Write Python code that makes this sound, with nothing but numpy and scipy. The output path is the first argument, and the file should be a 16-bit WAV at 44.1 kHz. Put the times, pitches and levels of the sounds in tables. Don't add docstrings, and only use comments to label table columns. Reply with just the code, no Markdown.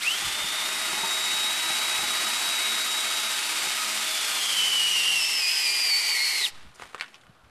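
import sys
import numpy as np
from scipy import signal
from scipy.fft import rfft, irfft
from scipy.io import wavfile
from scipy.ndimage import uniform_filter1d

SR = 44100
rng = np.random.default_rng(int(sys.argv[2]) if len(sys.argv) > 2 else 0)


def field_ratio(decibels):
    return 10 ** (np.asarray(decibels, dtype=float) / 20)


def wrap_up_sound(samples):
    columns = np.atleast_2d(samples).T
    tamed = np.clip(columns, -1, 1)
    steps = np.round(tamed * 32767).astype(np.int16)
    wavfile.write(sys.argv[1], SR, steps)


N = 330750

MESH = 11.25
# time in seconds, treble level in dB.
GEAR_RATTLE = [(0, -44), (.03, -35.5), (.8, -35), (1.78, -34), (3.56, -33.5), (4.62, -33), (5.23, -34.5),
               (6.46, -34), (6.485, -39.5), (6.52, -70)]


def curves(table):
    s, *columns = np.transpose(table)
    return [np.interp(np.arange(N) / SR, s, c) for c in columns]


def through(hz, body):
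    f, db = np.transpose(body)
    return np.interp(np.log(hz), np.log(f), db)


def peaks(times, db, rise, fall):
    d = np.arange(N) / SR - np.c_[times]
    return np.c_[db] - np.where(d < 0, -rise * d, np.c_[fall] * d)


def unit(x):
    return x / np.sqrt(np.mean(x ** 2))


def band(x, lo_hz, hi_hz):
    return signal.sosfilt(signal.butter(2, [lo_hz, hi_hz], "bandpass", fs=SR, output="sos"), x)


def colour(x, spectrum, bumps=()):
    hz, db = np.transpose(spectrum)
    f = np.fft.rfftfreq(len(x), 1 / SR) + 1
    shape_db = np.interp(np.log(f), np.log(hz), db)
    for centre, width, gain_db in bumps:
        shape_db += gain_db * np.exp(-((f - centre) / width) ** 2)
    return irfft(rfft(x) * field_ratio(shape_db), len(x))


def walk(rate):
    k = max(int(SR / rate), 2)
    held = np.repeat(rng.standard_normal(N // k + 1), k)
    return unit(uniform_filter1d(uniform_filter1d(held, k), k)[:N])


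def grit(scatter_db):
    return unit(rng.standard_normal(N) * field_ratio(scatter_db * walk(900)))


def ring(hz, t60, seconds=.25):
    t = np.arange(int(seconds * SR)) / SR
    return np.sin(2 * np.pi * hz * t) * np.exp(-np.log(1000) * t / max(t60, .003))


def add(out, s, x):
    i = int(s * SR)
    out[i:i + len(x)] += x[:len(out) - i]


def drill():
    # frequency in Hz, level in dB.
    mesh_body = [(1700, -40), (2250, -33), (2420, -36.5), (2500, -33), (2620, -37), (2760, -27),
                 (3050, -23.5), (3350, -43)]
    octave_body = [(2200, -52), (2800, -26), (3750, -23), (4250, -32), (4420, -28.5), (5370, -30),
                   (5520, -34), (6400, -41)]
    # time in seconds, tooth contact in dB, rotor slot tone in dB.
    tone_levels = [(0, -13, -55), (.055, 0, -36), (.075, 15, -39), (.1, -4, -47), (.2, 0, -40.5), (.6, 3, -35),
                   (.85, -10, -36), (1.05, -4, -33), (1.45, 1, -29.5), (1.7, -20, -32), (2.45, -28, -32.5),
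                   (2.7, -2, -31), (3.1, -6, -32.5), (3.5, 1, -40.5), (3.9, -7, -41.5), (4.17, 8.5, -41),
                   (4.4, -2.5, -39), (6.5, -0.5, -42)]
    shaft_hz, load, torque, tight = shaft()
    turns = np.cumsum(shaft_hz) / SR
    noise, running_db = rattle(turns, load)
    contact_db, slot_db = curves(tone_levels)
    braked_db = -np.clip(175 - shaft_hz, 0, 25) * load
    patchy_db = .6

    mesh_db = through(MESH * shaft_hz, mesh_body) + contact_db + braked_db + patchy_db * walk(12)
    mesh_db += 4.5 * load * tight
    octave_db = through(2 * MESH * shaft_hz, octave_body) + patchy_db * walk(12)
    octave_db += -20 * (1 - torque)
    octave_db -= np.clip(165 - shaft_hz, 0, 60) / 12 * load + 9 * np.exp(-turns / 8)
    slot_db = slot_db + braked_db + 3 * np.exp(-turns / 200) * walk(20.1)

    on = np.clip((GEAR_RATTLE[-1][0] - np.arange(N) / SR) / 0.018, 0, 1)
    tones = whine(turns, load, running_db, shaft_hz, mesh_db, octave_db, slot_db)
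    return noise * on, tones * on


def shaft():
    # time in seconds, shaft rate in Hz.
    speed = [(0, 298), (.28, 297), (.45, 302), (.8, 317.5), (1.45, 317.2), (1.63, 320.8), (2.45, 320),
             (2.65, 318.4), (3.33, 317.8), (3.65, 314.5), (3.85, 317.3), (4.05, 315), (4.65, 270),
             (5.07, 250), (5.495, 225.4), (6.1, 203.5), (6.38, 189), (6.45, 173)]
    free_hz, loaded_hz = 323, 224.5
    start_lag_hz, start_s, inrush_s = 215, .06, .055
    brake_at_s, brake_s = 6.452, .055
    crank_per_turn, tight_at_s, tight_sharp = 1 / 52.25, 5.452, 2.2
    hunt = .0012
    t = np.arange(N) / SR
    hz = curves(speed)[0]
    sag = np.maximum(max(np.transpose(speed)[1]) - 3 - hz, 0) * (t > 1)
    depth = .0055 + .00035 * sag
    crank = crank_per_turn * np.cumsum(hz * (1 - .29 * depth)) / SR
    angle = 2 * np.pi * (crank - crank[int(tight_at_s * SR)])
    tight = np.exp(tight_sharp * (np.cos(angle) - 1))
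    hz = (hz - start_lag_hz * np.exp(-t / start_s)) * (1 - depth * tight)
    hz = hz * (1 + hunt * (1 + 5 * np.exp(-t / .45) + sag / 40) * walk(14))
    hz = np.maximum(hz * np.exp(-np.maximum(t - brake_at_s, 0) / brake_s), 50)
    load = np.clip((free_hz - hz) / (free_hz - loaded_hz), 0, 1) * (t > 1)
    torque = np.maximum(load, np.exp(-(t / inrush_s) ** 4))
    return hz, load, torque, tight


def whine(turns, load, running_db, shaft_hz, mesh_db, octave_db, slot_db):
    # multiple of shaft rate, level in dB running free, level in dB under load.
    lesser_tones = [(0.682, -60, -83), (1.005, -60.5, -87), (2.018, -54.5, -70), (2.697, -51.5, -76),
                    (3.003, -52.5, -66), (3.99, -50.5, -69), (4.897, -53, -63), (5.29, -59, -60),
                    (6.93, -48, -58), (8, -48, -62), (10.01, -68, -52.5), (14.27, -48, -53),
                    (15.14, -51, -48), (18.2, -58, -62), (23.13, -48, -45), (28.37, -53, -64),
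                    (33.5, -58, -48)]
    slots = 12

    def tone(multiple, db, flutter_db, slip):
        phase = 2 * np.pi * multiple * turns + slip * walk(120) + 2 * np.pi * rng.random()
        return np.sqrt(2) * field_ratio(db + flutter_db * walk(25)) * np.sin(phase)

    out = tone(MESH, mesh_db, 1.8, .3) + tone(2 * MESH, octave_db, 2.3, .55)
    out += tone(slots, slot_db + 1 * (slot_db < -37), 1.2, .12)
    out += tone(MESH + 1.08, mesh_db - 15 - 12 * (1 - load), 2.3, 0.42)
    out += unit(band(rng.standard_normal(N), 23, 346)) * tone(2 * MESH, octave_db - 5.5, 0.33, 0.11)
    settling_db = 8 * np.exp(-np.arange(N) / SR / .5)
    settling_db += np.clip((185 - shaft_hz) * load, 0, 25)
    for multiple, free_db, loaded_db in lesser_tones:
        db = free_db + load * (loaded_db - free_db) + running_db - settling_db
        out += tone(multiple, db, 4.0, 0.48 + .05 * multiple)
    off = (.68 * shaft_hz - 176) / 21
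    return out + tone(.68, -60 - 12 * off ** 4 + running_db - 15 * (load == 0), 2.5, .1)


def rattle(turns, load):
    # frequency in Hz, level in dB per Hz.
    free_spectrum = [(59, -32), (100, -34.5), (287, -21.5), (325, -18), (556, -23.5), (630, -17),
                     (1120, -12.5), (1270, -7), (1500, -10), (2180, -9), (3360, -9), (3730, -9),
                     (4130, -10), (9070, -13), (14000, -21.5)]
    loaded_spectrum = [(59, -62), (100, -43), (151, -42), (186, -29), (425, -15), (534, -21.5),
                       (859, -11.5), (1560, -18), (2000, -14), (2320, -10.5), (3580, -13.5), (4680, -6),
                       (6120, -10.5), (9070, -11.5), (14000, -20)]
    # frequency in Hz, width in Hz, gain in dB.
    shell_modes = [(5650, 170, -1.5), (6470, 270, -3), (7250, 430, -1), (8840, 410, 0.5), (10570, 240, -1),
                   (7770, 270, 1), (4580, 88, -0.5), (2300, 350, 1.5)]
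    tube_ring, housing_ring, cap_ring = (2050, 310), (2954, 430), (8100, 730)  # (Hz, width Hz)
    treble_db, t = curves(GEAR_RATTLE)[0], np.arange(N) / SR
    starting, settled_s = np.exp(-t / 0.16), np.minimum(t, 4)

    low_db = 6 - 1.5 * settled_s - 5.5 * load - 15 * starting
    tube_db = -35.5 - 4 * settled_s + 14.5 * load * t / GEAR_RATTLE[-1][0] - 14 * np.exp(-t / 0.38)
    mesh_hz = MESH * np.gradient(turns) * SR
    near_mesh = np.exp(-((mesh_hz - housing_ring[0] + 150) / 670) ** 2)
    housing_db = -49 + 17 * near_mesh - 7 * starting
    cap_db = housing_db - 11

    carrier = 2 * np.pi / 20.5 * turns
    throb_db = .9 * np.sin(carrier) + .6 * np.sin(2 * carrier + 1) + .5 * np.sin(4 * carrier + 2) + .4 * walk(6)

    source = grit(0.64)
    free = colour(source, free_spectrum, shell_modes)
    loaded = colour(source, loaded_spectrum, shell_modes)
    free /= np.std(band(free, 6200, 13000))
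    loaded /= np.std(band(loaded, 6200, 13000))
    body = (1 - load) * free + load * loaded
    low = signal.sosfilt(signal.butter(2, 1700, fs=SR, output="sos"), body)
    body += low * (field_ratio(low_db + 1.15 * walk(9.8)) - 1) * 0.75
    rings = np.zeros(N)
    for db, (hz, width) in ((tube_db, tube_ring), (housing_db, housing_ring), (cap_db, cap_ring)):
        rings += field_ratio(db + 1.0 * walk(18)) * unit(band(grit(1.0), hz - width / 2, hz + width / 2))
    running_db = np.minimum(treble_db - np.median(treble_db), 0)
    return field_ratio(throb_db) * (field_ratio(treble_db) * body + field_ratio(running_db) * rings), running_db


def knocks():
    # start in seconds, peak level in dB, click frequency in Hz.
    blows = [(6.7585, -45.2, 1227), (6.7974, -30.9, 1281), (6.8132, -36.8, 1496), (6.8214, -25.7, 1087),
             (6.8359, -35.4, 1518), (6.8549, -36.6, 1022), (6.9328, -40.2, 990), (6.9463, -21.7, 1281),
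             (6.9608, -35.5, 1765), (6.9801, -32.6, 1765), (6.9859, -35.2, 1464), (6.9979, -25.5, 2174),
             (7.0102, -14.1, 2260), (7.0231, -23.9, 1647), (7.0347, -34.3, 1636), (7.043, -31.6, 1754),
             (7.0608, -38.8, 2788), (7.0814, -40.4, 2788), (7.1436, -33.5, 2885), (7.1554, -38.2, 2900),
             (7.213, -45.1, 3692), (7.2362, -46.6, 1539), (7.2676, -43.5, 1561), (7.444, -51.3, 2960)]
    # ratio to the click frequency, level in dB.
    click_modes = [(1, 14), (1.9, 6.5), (3.1, -28), (4.6, -40)]
    bounce_s, bounce_db = .0027, -16
    out = np.zeros(N)
    t = np.arange(4096) / SR
    for s, db, hz in blows:
        rattle_db = min(-13 - 0.11 * (db + 31), -8)
        thud_db = -10 if hz < 1300 else -27
        click = sum(field_ratio(d) * ring(hz * ratio, .005, seconds=t[-1]) for ratio, d in click_modes)
        click = band(click, 870, 12000)
        click /= np.abs(click).max()
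        chance = rng.standard_normal(4096)
        loose = band(chance, 0.61 * hz, 1.47 * hz) + field_ratio(-15.5) * band(chance, 2.4 * hz, 9000)
        add(click, 0, field_ratio(rattle_db) * unit(loose) * np.exp(-np.log(1000) * t / 0.042))
        add(click, 0, field_ratio(thud_db) * ring(464, 0.026, seconds=t[-1]))
        add(out, s, field_ratio(db) * click)
        add(out, s + bounce_s, field_ratio(db + bounce_db) * click)
    return out


def scrape():
    # time in seconds, peak level in dB, treble tilt in dB, fade in dB per second.
    strokes = [
        (6.55, -47, -12, 55),
        (6.762, -54, 4, 400),
        (6.815, -43, -9.5, 88),
        (7.0, -52, -7, 40),
        (7.155, -51, -12, 600),
    ]
    rise_db_s, rest_db, rest_tilt_db = 217, -62, -20
    s, db, tilts, fade = np.transpose(strokes)
    levels = np.vstack([peaks(s, db, rise_db_s, fade), np.full(N, rest_db)])
    level_db = levels.max(axis=0)
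    tilt_db = np.append(tilts, rest_tilt_db)[levels.argmax(axis=0)]
    source = band(grit(2.4), 150, 14000)
    sound = unit(band(source, 650, 3950))
    sound += field_ratio(-13.0) * unit(band(source, 180, 430))
    sound += field_ratio(tilt_db) * unit(band(source, 3400, 9300))
    on = np.clip((np.arange(N) / SR - s[0] + 0.083) / 0.04, 0, 1)
    return on * field_ratio(level_db - 3.0) * sound


def jolts():
    # start in seconds, peak level in dB, frequency in Hz, decay time t60 in seconds.
    bumps = [(0.219, -29.5, 814, 0.06), (0.271, -36, 930, 0.055), (0.442, -27.5, 977, 0.025),
             (0.511, -39, 288, 0.06), (0.929, -26, 855, 0.053), (1.031, -25.5, 912, 0.17),
             (1.329, -34, 644, 0.034), (1.699, -29.5, 785, 0.11), (1.989, -31, 795, 0.085),
             (2.028, -31, 835, 0.098), (2.539, -46, 890, 0.055), (3.667, -28.5, 860, 0.059),
             (6.65, -36, 72.7, 0.029), (7.294, -40, 149, 0.041)]
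    out = np.zeros(N)
    for s, db, hz, t60 in bumps:
        bump = ring(hz, t60) + 0.35 * ring(0.43 * hz, t60) + 0.34 * ring(186, 0.065)
        push = np.minimum(np.arange(len(bump)) / (0.0038 * SR), 1)
        add(out, s, field_ratio(db) * bump * push)
    return out


def walls(x):
    t = np.arange(SR) / SR

    def echo(t60):
        tail = rng.standard_normal(SR) * np.exp(-np.log(1000) * t / t60) * (t > .004)
        return unit(band(tail, 240, 5800))

    echoes = field_ratio(-15) * echo(0.12) + field_ratio(-24) * echo(0.67)
    return x + signal.fftconvolve(x, echoes / np.sqrt(SR))[:N]


def yard():
    # frequency in Hz, level in dB per Hz.
    hush_spectrum = [(35, -26), (60, -17.5), (153, -6.5), (303, -8), (348, -10.5), (1400, -6.5),
                     (2210, -23), (2970, -31), (5490, -38), (11100, -33), (14000, -53)]
    # time in seconds, rumble peak in dB.
    hand_shifts = [(.27, -50), (.44, -54), (1.06, -66), (1.34, -63), (2.02, -54), (4.41, -76), (4.82, -63),
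                   (5.89, -68), (6.27, -68), (6.56, -56), (6.66, -56), (6.83, -61), (7.29, -57),
                   (7.45, -58)]
    shift_db_s = 190
    hush = colour(rng.standard_normal(N), hush_spectrum)
    hush *= field_ratio(-53 - 8.0 + 0.95 * walk(3.18)) / np.std(band(hush, 100, 14700))
    shifts_db = peaks(*np.transpose(hand_shifts), shift_db_s, [shift_db_s]).max(axis=0)
    grip_db = -69 - 3.2 * np.arange(N) / SR
    hands_db = np.maximum(shifts_db, grip_db)
    rumble = unit(band(band(rng.standard_normal(N), 35.3, 143), 34.9, 140))
    return hush + field_ratio(hands_db - 1.0 + 3.7 * walk(9)) * rumble


def starve(x):
    # frequency in Hz, share of patches lost.
    lost_share = [(7000, 0), (10000, .05), (12000, .17), (14000, .22)]
    hz, _, z = signal.stft(x, SR, nperseg=1024)
    field = uniform_filter1d(rng.random(z.shape[1:]), size=3, axis=0)
    field = uniform_filter1d(field, size=8, axis=1)
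    rank = field.argsort(axis=1).argsort(axis=1) / field.shape[1]
    dropped = rank < np.interp(hz, *np.transpose(lost_share))[:, None]
    return signal.istft(z * np.where(dropped, field_ratio(-30), 1), SR, nperseg=1024)[1][:, :N]


def scene():
    noise, tones = drill()
    hiss = field_ratio(-76.0) * unit(band(rng.standard_normal(N), 4000, 15000))
    echoed = walls(noise + .4 * tones + knocks() + scrape())
    return (echoed + .6 * tones + jolts() + yard() + hiss)[None]


def band_limit(x):
    return signal.sosfilt(signal.butter(12, 13940, fs=SR, output="sos"), x)


def record(dry):
    after = np.maximum(np.arange(N) / SR - 6.49, 0) / 0.067
    offset = 0.04 * after ** 2 * np.exp(-1.6 * after) - .0005
    top_cut = signal.ellip(10, .2, 80, 13900, fs=SR, output="sos")
    mix = signal.sosfilt(top_cut, starve(dry)) + offset
    return band_limit(mix)


dry = scene()
out = record(dry)
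wrap_up_sound(out)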